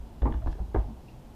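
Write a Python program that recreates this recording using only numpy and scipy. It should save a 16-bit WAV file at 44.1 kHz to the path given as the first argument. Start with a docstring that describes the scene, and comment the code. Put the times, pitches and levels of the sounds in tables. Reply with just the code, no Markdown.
"""A heavy skateboard is tipped onto its edge on a cloth-covered table, in a quiet living room.
A faint bump, then at 0.22 s the table top booms (decaying low modes) and the deck knocks (crack plus ring).
Near 0.46 s come damped blows and mount ticks; near 0.75 s a second burst holds the strongest knock.
Groans (gliding tones) and hands sliding (banded noise) fill the gaps, the last a faint low groan near 1.15 s.
Throughout lie a low rumble that swells near 0.5 s, a faint wavering hum and hiss."""
import sys
import numpy as np
from scipy import signal
from scipy.fft import rfft, irfft, next_fast_len
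from scipy.io import wavfile
from scipy.ndimage import map_coordinates

SR = 44100
rng = np.random.default_rng(int(sys.argv[2]) if len(sys.argv) > 2 else 0)


def store_pcm(level_fs):
    """Save levels as 16-bit WAV."""
    pcm = np.round(np.clip(level_fs, -1, 1) * 32767).astype(np.int16)
    wavfile.write(sys.argv[1], SR, np.atleast_2d(pcm).T)


N = 59535


def table(rock_hz=28, rock_t60_s=0.17, upper_hz=96, upper_db=-16, upper_t60_s=0.21):
    """Each bump swings the loaded table top, with a slow rocking below and a weak mode above."""
    # bumps: (time [s], level [dB], pitch [Hz], rise [s], t60 [s], rocking of the legs re main mode [dB])
    bumps = [(.002, -31, 54.8, 0.008, 0.28, 0), (0.2193, -4.5, 56.2, 0.023, 0.18, -46),
             (0.313, -21.5, 52.3, 0.0061, 0.42, 1.5), (0.341, -19.5, 61.6, 0.0044, 0.23, -45),
             (0.439, -19.5, 50.3, 0.0055, 0.235, -10), (0.462, -19.5, 66.2, 0.0062, .22, 3),
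             (0.495, -27, 46.6, 0.003, 0.43, -3), (0.558, -30, 51.5, .006, 0.11, -18),
             (0.601, -17.5, 55.1, 0.0095, 0.15, -10), (0.677, -32, 52, 0.016, 0.34, -18),
             (0.746, -26, 57, 0.0088, 0.2, -25), (0.7643, -13.5, 53.3, 0.011, 0.19, -6),
             (0.7835, -18.5, 58.3, 0.004, 0.12, -25), (.864, -29.5, 54.4, 0.002, 0.18, -11)]
    out = np.zeros(N)
    for start_s, db, hz, rise_s, t60_s, rock_db in bumps:
        t = since(start_s)
        modes = [(hz, 0, t60_s), (rock_hz, rock_db, rock_t60_s), (upper_hz, upper_db, upper_t60_s)]
        swing = sum(amp(g) * fade(t, d) * np.sin(2 * np.pi * f * t) for f, g, d in modes)
        out += amp(db) * (1 - np.exp(-t / rise_s)) * swing
    return out


def deck(mode_scatter_db=1.5, push_db=13, chatter_db=-10, crack_t60_s=0.051, ring_rise_s=0.00032, bass_hz=373):
    """Each contact cracks and rings the deck; a softer contact passes less treble."""
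    # knocks: (time [s], level [dB], contact corner [Hz], bass weight [dB], ring re crack [dB])
    knocks = [(0.219, -39, 980, 7, -6.5), (0.231, -24.5, 597, 0.5, -20), (0.2536, -26, 545, 6.5, -12),
              (0.2563, -24.5, 1040, -3, -6), (0.2619, -28.5, 1070, -26, -5.5),
              (0.2701, -31.5, 1290, -14, -4), (0.2758, -29.5, 935, -2, -7.5), (0.296, -45.5, 454, 5.5, 0.5),
              (0.307, -51, 1100, -12, -6), (.34, -37.5, 1150, 3, -9), (.472, -37, 1050, -5.5, -5),
              (0.609, -49, 357, 9, -8), (0.7452, -26.5, 730, 1, -10.5), (0.7477, -24.5, 790, 1.5, -16),
              (.7502, -17, 775, 0, -23), (.7555, -36, 810, 5, -8.5), (.7608, -20, 840, -33, -12.5),
              (0.772, -37, 784, -14, -3.5), (0.898, -40, 624, -7, -5)]
    # ring of the deck: (pitch [Hz], level [dB], t60 [s]), before scatter
    deck_modes = [(183, -9.5, 0.18), (225.1, -2, 0.19), (264.6, -0.5, 0.13), (328.8, 1, 0.12),
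                  (359, -5, 0.12), (458.5, -4.5, 0.11), (554, -9.5, 0.085), (643, -20.5, 0.37),
                  (713, -9.5, 0.071), (824, -5, 0.1), (917, -3.5, 0.06), (1047, -5, 0.069),
                  (1192, -2.5, 0.059), (1622, -10, 0.035)]
    # dull crack of a contact: (frequency [Hz], relative level [dB])
    crack_spectrum = [(60, -13), (150, -12), (330, 2), (560, -1), (780, -2), (1100, -11), (1500, -11.5),
                      (2050, -8.5), (2500, -15.5), (5000, -24.5), (12000, -68)]
    out = np.zeros(N)
    for start_s, db, corner_hz, bass_db, ring_db in knocks:
        t = since(start_s)
        ring = ringing(deck_modes, t, mode_scatter_db) * (1 - np.exp(-t / ring_rise_s))
        force = contact(start_s, push_db, chatter_db, crack_t60_s)
        crack = filtered(force, causal(crack_spectrum))

        def softness(f):
            """Bass shelf times a second-order low-pass."""
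            shelf = 1 + (amp(bass_db) - 1) / (1 + 1j * f / bass_hz)
            return shelf / (1 - (f / corner_hz) ** 2 + 1.15j * f / corner_hz)

        out += amp(db) * in_room(filtered(crack + amp(ring_db) * ring, softness))
    return out


def dead_blows(rise_cycles=0.55):
    """Damped contacts of wheels and deck edge, over in a few cycles: low thuds and thin clacks."""
    # blows: (time [s], level [dB], pitch [Hz], t60 [cycles])
    blows = [(.2565, -25, 888, 18), (.459, -31.5, 276, 21), (.553, -34.5, 375, 12.3),
             (.4613, -20, 695, 5.4), (.4702, -28.5, 964, 10.5), (.4781, -19, 740, 5.2),
             (0.745, -13.5, 97.3, 5.2), (0.7478, -17.5, 378, 3.7), (0.7484, -28.5, 1546, 19.7),
             (.7595, -21, 723, 15.6)]
    out = np.zeros(N)
    for start_s, db, hz, t60_cycles in blows:
        cycles = hz * since(start_s)
        envelope = (1 - np.exp(-cycles / rise_cycles)) * fade(cycles, t60_cycles)
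        out += amp(db) * envelope * np.sin(2 * np.pi * cycles)
    return out


def groans(waver_octaves=0.0967, flutter_db=1.0):
    """The deck sticks and slips on the table: low, gliding, unsteady tones."""
    # groans: (middle [s], half length [s], mean level [dB], pitch at middle [Hz], glide [octaves/s])
    groan_rows = [(0.283, 0.022, -32, 125, 6), (.375, 0.014, -46, 140, -2), (0.449, 0.041, -39.5, 100, -4),
                  (0.512, 0.032, -43.5, 152, 0), (.62, 0.018, -43.5, 180, -7),
                  (0.888, 0.025, -44.5, 138, -1), (0.905, 0.021, -43.5, 226, -2),
                  (1.054, 0.011, -47.5, 128, -1.5), (1.151, 0.063, -47.5, 124.5, 0.1)]
    out = np.zeros(N)
    for middle_s, half_s, db, hz, glide in groan_rows:
        t = since(0) - middle_s
        pitch_hz = hz * 2 ** (glide * t + waver_octaves * wobble(60))
        level = amp(db + flutter_db * wobble(69.56))
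        swell = np.exp(-.5 * (t / half_s) ** 2)
        out += level * swell * np.sin(2 * np.pi * np.cumsum(pitch_hz) / SR)
    return out


def mounts(grit_t60_s=0.046, rise_s=0.00014, grit_db=-13.5, grit_hz=2660):
    """Play in the wheel mounts gives short ticks: a metallic ring with a little grit."""
    # ticks: (time [s], level [dB])
    ticks = [(0.22, -39.5), (0.226, -44), (0.324, -41), (0.3405, -42), (0.4718, -41.5), (0.48, -52),
             (.528, -49), (0.745, -45.5), (0.772, -53)]
    # ring of a mount: (pitch [Hz], level [dB], t60 [s]), before scatter
    mount_modes = [(930, -5, 0.024), (1522, 0.5, 0.013), (1670, -0.5, 0.022), (1800, -10, 0.013),
                   (2860, -17.5, 0.04), (3430, -10.5, 0.012)]
    out = np.zeros(N)
    for start_s, db in ticks:
        t = since(start_s)
        grit = noise(lambda f: -20 * np.log10(1 + (f / grit_hz) ** 3)) * fade(t, grit_t60_s)
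        tick = ringing(mount_modes, t, scatter_db=1.5) + amp(grit_db) * grit
        out += amp(db) * tick * (1 - np.exp(-t / rise_s))
    return out


def slides():
    """Hands and cloth slide on the deck: brief soft swells of friction noise, each in its own band."""
    # slides: (middle [s], half length [s], level [dB], centre [Hz], width [octaves])
    slide_rows = [(.425, 0.0048, -59, 1240, 0.57), (.436, 0.012, -47, 675, 0.12),
                  (.478, 0.019, -67.5, 3400, .7), (.522, 0.0098, -64, 3530, 0.91),
                  (.597, 0.0088, -46.5, 570, 0.72), (.79, 0.0047, -51.5, 750, 0.34),
                  (0.8, 0.025, -70, 3200, .6), (0.828, 0.064, -59.5, 760, 0.29),
                  (1.086, 0.0096, -63.5, 2640, 0.12), (1.087, 0.037, -74.5, 4700, 0.34)]
    out = np.zeros(N)
    for middle_s, half_s, db, hz, width in slide_rows:
        rub = noise(lambda f: -20 * np.log10(1 + np.abs(np.log2((f + 1) / hz) / width) ** 4))
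        out += amp(db) * rub * np.exp(-.5 * ((since(0) - middle_s) / half_s) ** 2)
    return out


def background(rumble_hz=48, air_db=-51, hum_waver_db=-2.5):
    """Deep rumble in a log-parabolic band, steady shaped hiss, and hum wavering in level and phase."""
    # rumble: (time [s], level [dB])
    rumble_levels = [(0, -48.5), (.17, -48.5), (.5, -41), (.9, -43), (1.1, -52), (1.35, -48)]
    # steady room noise: (frequency [Hz], relative density [dB])
    air_spectrum = [(20, -1.5), (55, -6), (85, -18), (140, -3), (190, -6), (300, -8), (480, -15.5),
                    (850, -14.5), (1200, -26), (2100, -33), (3000, -32.5), (4200, -36), (7000, -39.5),
                    (10500, -42.5), (12000, -40), (13200, -45), (15000, -44.5)]
    # hum: (pitch [Hz], mean level [dB])
    hum_tones = [(120, -67.5), (224, -58)]
    t = since(0)
    hum = np.zeros(N)
    for hz, db in hum_tones:
        level = amp(db + hum_waver_db * wobble(5.27))
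        hum += level * np.sin(2 * np.pi * hz * t + 0.75 * wobble(2.22))
    rumble = noise(lambda f: -9 * np.log2((f + 1) / rumble_hz) ** 2)
    rumble *= amp(np.interp(t, *np.transpose(rumble_levels)))
    air = amp(air_db) * noise(lambda f: along(air_spectrum, f))
    return air + rumble + hum


def contact(start_s, push_db, chatter_db, t60_s):
    """The force of one contact: a single push, then dying chatter."""
    force = amp(chatter_db) * rng.standard_normal(N) * fade(since(start_s), t60_s)
    force[round(start_s * SR)] += amp(push_db)
    return force


def ringing(modes, t, scatter_db, detune=.015):
    """Struck (Hz, dB, t60 s) modes, each with a small random shift of level and pitch."""
    out = np.zeros(N)
    for hz, db, t60_s in modes:
        level = amp(db + scatter_db * rng.normal())
        shifted_hz = hz * (1 + detune * rng.normal())
        out += level * fade(t, t60_s) * np.sin(2 * np.pi * (shifted_hz * t + rng.random()))
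    return out


def in_room(x, room_db=-3.5, delay_s=0.0092):
    """A sound plus the walls' answer: a random tail whose decay time depends on frequency."""
    # reverberation: (frequency [Hz], t60 [s])
    room_t60 = [(100, 0.74), (260, 0.18), (700, 0.27), (1800, 0.28), (8000, 0.87)]
    hz, t, z = signal.stft(rng.standard_normal(SR // 2), SR, nperseg=256)
    decay = fade(t - delay_s, along(room_t60, hz)[:, None])
    tail = signal.istft(z * decay, SR, nperseg=256)[1]
    return x + amp(room_db) * signal.fftconvolve(x, tail / np.linalg.norm(tail))[:N]


def causal(points):
    """Minimum-phase response through (Hz, dB) points, of rms 1."""
    def response(f):
        # fold the cepstrum onto positive time
        c = irfft(np.log(amp(along(points, f))))
        c[1:len(c) // 2] *= 2
        c[len(c) // 2 + 1:] = 0
        h = np.exp(rfft(c))
        return h / np.sqrt(np.mean(np.abs(h) ** 2))
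    return response


def amp(db):
    """Decibels to gain."""
    return 10 ** (np.asarray(db) / 20)


def unit(x):
    """Scale to rms 1."""
    return x / np.sqrt(np.mean(x ** 2) + 1e-20)


def along(points, hz):
    """Read (Hz, value) points on a log axis."""
    f, v = np.transpose(points)
    return np.interp(np.log(hz + 1), np.log(f + 1), v)


def since(s):
    """Seconds since s, zero before it."""
    return np.maximum(np.arange(N) / SR - s, 0)


def fade(t, t60):
    """Exponential decay, 60 dB per t60, that starts when t leaves zero."""
    return (t > 0) * np.exp(-np.log(1000) * t / t60)


def filtered(x, response):
    """x times a response of frequency."""
    m = next_fast_len(N + SR // 2)
    return irfft(rfft(x, m) * response(np.fft.rfftfreq(m, 1 / SR)), m)[:N]


def noise(spectrum_db):
    """Noise of rms 1 whose spectrum is a function of frequency."""
    return unit(filtered(rng.standard_normal(N), lambda f: amp(spectrum_db(f))))


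def wobble(rate):
    """A smooth random curve, rate knots a second."""
    return map_coordinates(rng.standard_normal(N // 100), [np.arange(N) * rate / SR], mode="mirror")


def scene():
    """Table, groans and background stay dry; knocks, blows, ticks and slides also fill the room."""
    reverberant = in_room(dead_blows() + mounts() + slides())
    return (table() + groans() + deck() + reverberant + background())[None]


def record(dry, top_hz=15290):
    """The recorder keeps nothing above its band limit."""
    return np.array([filtered(x, lambda f: f < top_hz) for x in dry])


dry = scene()
out = record(dry)
store_pcm(out)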